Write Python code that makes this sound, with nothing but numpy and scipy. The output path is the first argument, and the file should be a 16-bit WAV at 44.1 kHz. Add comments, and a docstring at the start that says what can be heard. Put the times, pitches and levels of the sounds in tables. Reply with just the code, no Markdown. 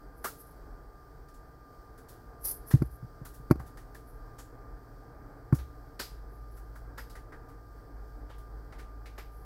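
"""Repair bench in a small hard room, where a hot air rework gun blows steadily.
Gun: coloured noise for fan rush and hiss, wavering sines for a thin whine, low hum and drones.
A circuit board is dragged over the mat, turned and set down: swelling bench modes, board modes and
noise cracks make its knocks, which reach the microphone through the bench; force-shaped noise slides.
Tweezers click and scratch, heard mostly by way of the room: dense noise clouds and brief steel rings."""
import sys
import numpy as np
from scipy import signal
from scipy.fft import rfft, irfft, next_fast_len
from scipy.io import wavfile

SR = 44100
rng = np.random.default_rng(int(sys.argv[2]) if len(sys.argv) > 2 else 0)


def dump(signal):
    """Clip the signal to [-1, 1] and save it as 16-bit WAV at the path in sys.argv[1]."""
    limited = np.clip(np.atleast_2d(signal).T, -1, 1)
    pcm = np.round(limited * 32767).astype(np.int16)
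    wavfile.write(sys.argv[1], SR, pcm)


N = 416744
TIME = np.arange(N) / SR
EVENT_TIME = np.arange(SR // 2) / SR


def gain_of(db):
    """Decibels to amplitude gain."""
    return 10 ** (np.asarray(db) / 20)


def evened(x):
    """Scales to an rms of one."""
    return x / np.sqrt(np.mean(x ** 2) + 1e-20)


def read(points, hz):
    """Interpolates a dB spectrum on a log-frequency axis."""
    point_hz, point_db = np.transpose(points)
    return np.interp(np.log(hz + 1), np.log(point_hz + 1), point_db)


def add(mix, start_s, sound):
    """Mixes a sound in at its start time, cut at the end of the mix."""
    part = mix[max(round(start_s * SR), 0):][:len(sound)]
    part += sound[:len(part)]


def coloured(x, points):
    """Filters a sound by a dB spectrum."""
    size = next_fast_len(len(x))
    bin_hz = np.fft.rfftfreq(size, 1 / SR)
    return irfft(rfft(x, size) * gain_of(read(points, bin_hz)), size)[:len(x)]


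def noise(points, size=N):
    """Coloured noise with an rms of one."""
    return evened(coloured(rng.standard_normal(size), points))


def drift(rate_hz):
    """Random fluctuation with an rms of one, given a new target rate_hz times a second."""
    knots = rng.standard_normal(4096)
    return evened(np.interp(TIME * rate_hz, np.arange(len(knots)), knots))


def tone(hz, rms_db, wander_hz, flutter_db):
    """A motor tone: a sine that wavers in pitch and level."""
    turns = np.cumsum(hz + wander_hz * drift(7)) / SR + rng.random()
    level_db = rms_db + flutter_db * drift(9)
    return np.sqrt(2) * gain_of(level_db) * np.sin(2 * np.pi * turns)


def air_gun(room_db=-7, room_t60_s=0.35, low_flutter_db=1.3):
    """Turbulent air as broadband noise, the fan's whine and the blower's low drones as tones."""
    # Rush of fan and air. Each row: frequency in Hz, level in dB per Hz.
    rush_spectrum = [(15, -23), (38, 1), (62, -6), (80, -16.5), (105, -17.5), (150, -14), (205, -27),
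                     (285, -15), (355, -21), (450, -17), (540, -25), (740, -21.5), (960, -28), (1550, -29),
                     (2350, -48), (3200, -70)]
    # Faint high hiss. Each row: frequency in Hz, level in dB per Hz.
    hiss_spectrum = [(1500, -20), (2800, -8), (3200, -1), (3700, -4.5), (4700, 6), (5600, 2), (6800, -4.5),
                     (8700, -1.5), (9800, -7), (11600, -4.5), (12500, 5), (14100, -7), (15200, 3),
                     (16000, -7)]
    # Steady fan motor tones. Each row: frequency in Hz, level in dB rms.
    whine_tones = [(289, -73), (461, -73), (1199.5, -64), (1599.5, -75.5), (1782, -86.5), (2186, -100.5),
                   (2444, -96.5)]
    # Hum carried by the bench. Each row: time in seconds, level in dB rms.
    hum_levels = [(0, -62.5), (2, -70), (2.4, -55), (5.85, -58.5), (6.15, -46), (6.75, -45.5),
                  (7.45, -57.5), (8.05, -44.5), (9.45, -48.5)]
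    # Blower drone, level in pitch at first, then sagging towards the end.
    # Each row: time in seconds, pitch in Hz, level in dB rms.
    drone_path = [(0, 114, -71), (3.5, 114.2, -58.5), (6.6, 113.9, -59), (9.45, 107.2, -62)]
    # Lower drone that beats with it. Each row: time in seconds, level in dB rms.
    beat_levels = [(0, -75.5), (6.6, -68.5), (7.6, -61), (8.4, -65)]
    rush_db, hiss_db = -50.5, -74.5
    hum_hz, beat_hz = 51.6, 99.4

    rush = gain_of(rush_db + 1.24 * drift(9)) * noise(rush_spectrum)
    hiss = gain_of(hiss_db + 0.9 * drift(6.8)) * noise(hiss_spectrum)
    reflected_hiss = gain_of(room_db) * room(hiss, room_t60_s)
    whine = sum(tone(hz, db, wander_hz=0.73, flutter_db=1.82) for hz, db in whine_tones)
    hum_db = np.interp(TIME, *np.transpose(hum_levels))
    hum = tone(hum_hz, hum_db, wander_hz=0.35, flutter_db=low_flutter_db)
    point_s, point_hz, point_db = np.transpose(drone_path)
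    drone_hz = np.interp(TIME, point_s, point_hz)
    drone_db = np.interp(TIME, point_s, point_db)
    drone = tone(drone_hz, drone_db, wander_hz=0.2, flutter_db=low_flutter_db)
    beat_db = np.interp(TIME, *np.transpose(beat_levels))
    beat = tone(beat_hz, beat_db, wander_hz=0.78, flutter_db=low_flutter_db)
    return rush + hiss + reflected_hiss + whine + hum + drone + beat


def thud(t, corner_hz, ring_factor):
    """The bench swells and dies within a few cycles; a soft blow spares its higher modes."""
    # Low modes of bench and mat. Each row: frequency in Hz, relative level in dB, swell time in
    # seconds before the ring factor, direction (+1 lifts the microphone, -1 lowers it).
    bench_modes = [(55.6, -26, 0.017, 1), (65.7, -24.5, 0.033, 1), (109, -7.5, 0.0024, 1),
                   (134, 0, 0.0034, -1), (264.6, -5, 0.0037, 1), (318.7, -3, 0.004, 1),
                   (353, -19, 0.0041, 1), (608, -3.5, 0.0034, 1), (760, -11, 0.0063, 1)]
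    out = np.zeros(len(t))
    for hz, db, swell_s, direction in bench_modes:
        u = t / (swell_s * ring_factor)
        swell = u * np.exp(1 - u)
        share = np.sign(direction) / np.hypot(1, (hz / corner_hz) ** 3)
        out += share * gain_of(db) * swell * np.sin(2 * np.pi * hz * t)
    return out


def clack(t, corner_hz, clack_db, reach=7):
    """The board's modes ring briefly; harder blows reach higher modes."""
    # Circuit board modes. Each row: frequency in Hz, relative level in dB, t60 in seconds.
    board_modes = [(915, -1.5, 0.033), (1100, 0.5, 0.035), (1384, -2, 0.012), (1370, 9, 0.015),
                   (1580, -7, 0.0058), (2560, -32, 0.046), (2700, -38.5, 0.012)]
    out = np.zeros(len(t))
    for hz, db, t60_s in board_modes:
        share = 1 / np.hypot(1, (hz / (reach * corner_hz)) ** 2)
        decay = gain_of(clack_db + db - 60 * t / t60_s)
        out += share * decay * np.sin(2 * np.pi * (hz * t + rng.random()))
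    return out


def knocks(crack_base_t60_s=0.04, crack_delay_s=0.002, contact_s=0.0017, room_db=-33, room_t60_s=0.94):
    """A blow thumps the bench, rings the board and adds a small crack that grows with hardness."""
    # Knocks on the bench. Each row: start in seconds, relative thud level in dB,
    # hardness as a corner in Hz, ring length as a factor, relative clack level in dB.
    blows = [(2.737, -5, 145, 1.68, -40), (2.806, -24, 130, 2.9, -70), (2.8196, -16, 280, 0.89, -39.5),
             (3.026, -32, 150, 1.6, -56), (3.043, -31, 149, 1.06, -65), (3.213, -30.5, 141, 1.2, -74),
             (3.397, -35, 130, 1.3, -71), (3.501, -33.5, 450, 0.78, -50), (3.5091, -9, 370, 0.98, -24.5),
             (3.556, -34.5, 454, 0.47, -53), (3.598, -29.5, 130, 1.3, -37), (5.5253, -8.5, 188, 1.3, -29.5)]
    # Crack of hard parts meeting. Each row: frequency in Hz, level in dB per Hz.
    crack_spectrum = [(1000, 5), (2400, 4.5), (3300, -42), (4600, 1.5), (5300, -6), (6300, -11),
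                      (9000, -11.5), (11500, 0.5), (15500, -13)]
    # corner of a soft blow, its crack level against the thud, and growth with hardness
    soft_hz, soft_crack_db, crack_db_per_octave = 144, -44, 16

    out, t = np.zeros(N), EVENT_TIME
    press = 1 - np.exp(-(2 * t / contact_s) ** 2)  # the mat cushions the start
    for start_s, thud_db, corner_hz, ring_factor, clack_db in blows:
        thump = gain_of(thud_db) * thud(t, corner_hz, ring_factor)
        add(out, start_s, press * (thump + clack(t, corner_hz, clack_db)))
        hardness_octaves = np.log2(corner_hz / soft_hz)
        crack_db = thud_db + soft_crack_db + crack_db_per_octave * hardness_octaves
        crack_decay = gain_of(crack_db - 60 * t / (crack_base_t60_s * ring_factor))
        add(out, start_s + crack_delay_s, crack_decay * noise(crack_spectrum, size=len(t)))
    return out + gain_of(room_db) * room(out, room_t60_s)


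def slides(grain_db=1.5, clump_db=2.0, room_db=-12, room_t60_s=0.23):
    """Each stroke swells, holds and fades; fine stick and slip makes a bright, slightly grainy hiss."""
    # Strokes of tweezers and board. Each row: start of full force in seconds, hold in seconds,
    # level in dB.
    strokes = [(.18, .04, -67.5), (.395, .02, -54.5), (.474, .02, -62.5), (2.428, .02, -54),
               (2.455, 0.059, -34), (2.54, 0.015, -49.5), (2.684, .028, -47.5), (2.82, .05, -69),
               (2.92, 0.013, -59.5), (4.08, 0.022, -68), (6.33, 0.024, -73), (6.53, 0.026, -71.5),
               (9.34, 0.12, -73)]
    # Colour of sliding. Each row: frequency in Hz, level in dB per Hz.
    slide_spectrum = [(100, -58), (350, -15.5), (800, -18.5), (1500, -25), (2500, -31.5), (3600, -32),
                      (5000, -17), (6000, -19.5), (7200, -25.5), (8900, -14.5), (10500, -4), (11700, -1.5),
                      (14500, -10.5), (15700, -23)]
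    # times between full force and the rest level, on a straight dB slope
    attack_s, release_s, rest_db = 0.044, 0.078, -84

    force = np.zeros(N)
    for full_s, hold_s, db in strokes:
        before = np.maximum(full_s - TIME, 0) / attack_s
        after = np.maximum(TIME - full_s - hold_s, 0) / release_s
        away = np.minimum(before + after, 10)
        force = np.maximum(force, gain_of(db - abs(db - rest_db) * away))
    grain = gain_of(grain_db * drift(300) + clump_db * drift(70))
    rub = force * grain * noise(slide_spectrum)
    return rub + gain_of(room_db) * room(rub, room_t60_s)


def clicks(early_t60_s=0.23, late_t60_s=0.47, late_db=-12, hold_s=0.0033, level_db=-2.5):
    """Each click arrives as a dense cloud of reflections that builds, drops fast and then lingers."""
    # Light clicks of tweezers and board. Each row: start in seconds, relative level in dB,
    # brightness in dB per octave, relative woody body in dB, main resonance in Hz, rise in seconds.
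    contacts = [(0.2401, -32, -1, 9.5, 1290, 0.0058), (1.282, -60, -4, 1, 5000, 0.0056),
                (1.337, -60, -3, -6, 7000, .007), (1.973, -56.5, -1.5, 6, 1500, 0.0092),
                (2.083, -49.5, -1.5, -7, 1500, 0.0075), (2.126, -63, -6, -8, 3200, .004),
                (2.706, -38, -4, 1.5, 1800, 0.0054), (3.249, -45, -1.5, 2, 1310, 0.0044),
                (3.333, -53.5, 0, -1, 1500, .012), (3.595, -55, -2.5, 14, 780, 0.002),
                (3.653, -55.5, -2.5, -3, 1500, 0.018), (3.771, -50, -5, 1, 1780, .002),
                (3.945, -50.5, -3.5, 4, 1740, 0.0034), (4.381, -46.5, -4.5, 1.5, 7160, 0.0091),
                (5.540, -47.5, 0, 8, 6000, 0.0093), (5.584, -51.5, -12, -3, 3920, 0.0049),
                (5.992, -30.5, -7, -5, 4740, .007), (6.563, -57.5, -1, 8.5, 1500, 0.012),
                (6.750, -57, -1.5, 13.5, 1580, 0.0093), (6.974, -42.5, -7, 2.5, 1760, 0.0076),
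                (7.096, -51, -4.5, -3, 4650, 0.0035), (7.150, -49.5, -6.5, 4, 1870, 0.0062),
                (7.32, -57, -9.5, 8.5, 1700, .004), (7.484, -60.5, -3.5, 2, 1500, .006),
                (8.289, -55, -10.5, 1, 3180, 0.015), (8.330, -63, -11, -8, 3250, .016),
                (8.38, -59.5, -0.5, -4, 3250, .004), (8.722, -52.5, -11.5, -5, 2050, .003),
                (8.779, -49.5, -8, -2.5, 2250, 0.017), (9.055, -48, -11, -7.5, 2230, 0.0045),
                (9.178, -43.5, -10.5, -3.5, 2270, 0.0036)]
    # Colour shared by all clicks. Each row: frequency in Hz, level in dB.
    shared_colour = [(60, -35), (250, -1.5), (1030, -3.5), (1300, -0.5), (1750, -3), (2100, -8),
                     (2700, -9.5), (3800, -5.5), (4900, -2.5), (6500, -3), (9000, -0.5), (12700, 4),
                     (14200, -4.5), (15500, 1.5)]
    # brightness tilts the spectrum about the pivot, from the lower edge upward
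    tilt_pivot_hz, tilt_from_hz = 4850, 2030
    resonance_db, width_octaves = 7, 0.2
    split_hz, body_db, body_decay_factor = 2100, 3, 0.55  # the woody body dies sooner than the treble

    out, t = np.zeros(N), EVENT_TIME
    hz = np.geomspace(40, SR / 2, num=400)
    tilt_octaves = np.log2(np.maximum(hz, tilt_from_hz) / tilt_pivot_hz)
    body_filter = signal.butter(4, split_hz, fs=SR, output="sos")
    for start_s, db, tilt_db, wood_db, resonance_hz, rise_s in contacts:
        # the spot that is touched favours one resonance
        boost_db = resonance_db / (1 + (np.log2(hz / resonance_hz) / width_octaves) ** 2)
        colour_db = read(shared_colour, hz) + db + tilt_db * tilt_octaves + boost_db
        cloud = coloured(rng.standard_normal(len(t)), np.column_stack([hz, colour_db]))
        body = signal.sosfiltfilt(body_filter, cloud)
        treble = cloud - body
        wood = gain_of(body_db + wood_db) * body
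        for part, decay_factor in ((wood, body_decay_factor), (treble, 1)):
            age = np.maximum(t - rise_s - hold_s, 0) / decay_factor
            early = gain_of(-60 * age / early_t60_s)
            late = gain_of(late_db - 60 * age / late_t60_s)
            add(out, start_s, part * np.minimum(t / rise_s, 1) * np.hypot(early, late))
    return gain_of(level_db) * out


def tweezers(ring_t60_s=0.29, half_width_hz=420, rise_s=0.0052):
    """The steel arms ring briefly; reflections blur each mode into a narrow band."""
    # Firm contacts that ring the tweezers. Each row: start in seconds, relative level in dB.
    firm_contacts = [(5.994, -49), (6.978, -56), (9.18, -60)]
    # Modes of the steel arms. Each row: frequency in Hz, relative level in dB.
    steel_modes = [(4830, -6), (5060, -6), (12700, -1), (13150, -4)]
    out, t = np.zeros(N), EVENT_TIME
    for start_s, level_db in firm_contacts:
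        ring = np.zeros(len(t))
        for hz, db in steel_modes:
            band = [(hz + offset * half_width_hz, band_db)
                    for offset, band_db in ((-1, -70), (-0.5, -5), (0, 0), (0.5, -5), (1, -70))]
            ring += gain_of(db) * noise(band, size=len(t))
        decay = gain_of(level_db - 60 * t / ring_t60_s)
        add(out, start_s, ring * decay * np.minimum(t / rise_s, 1))
    return out


def room(x, t60_s):
    """Diffuse answer of the small room: a decaying noise tail with unit energy."""
    t = EVENT_TIME
    tail = rng.standard_normal(len(t)) * gain_of(-60 * t / t60_s) * np.minimum(t / 0.0051, 1)
    return signal.fftconvolve(x, tail / np.linalg.norm(tail))[:len(x)]


def scene():
    """All sources at one microphone above the bench."""
    mix = air_gun() + knocks() + slides() + clicks() + tweezers()
    return mix[None]


def record(dry):
    """The recorder's band limit: a steep linear-phase low-pass."""
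    edge_hz = 15830
    low_pass = signal.firwin(1023, edge_hz, window=("kaiser", 9), fs=SR)
    return signal.oaconvolve(dry, low_pass[None], "same")


dry = scene()
out = record(dry)
dump(out)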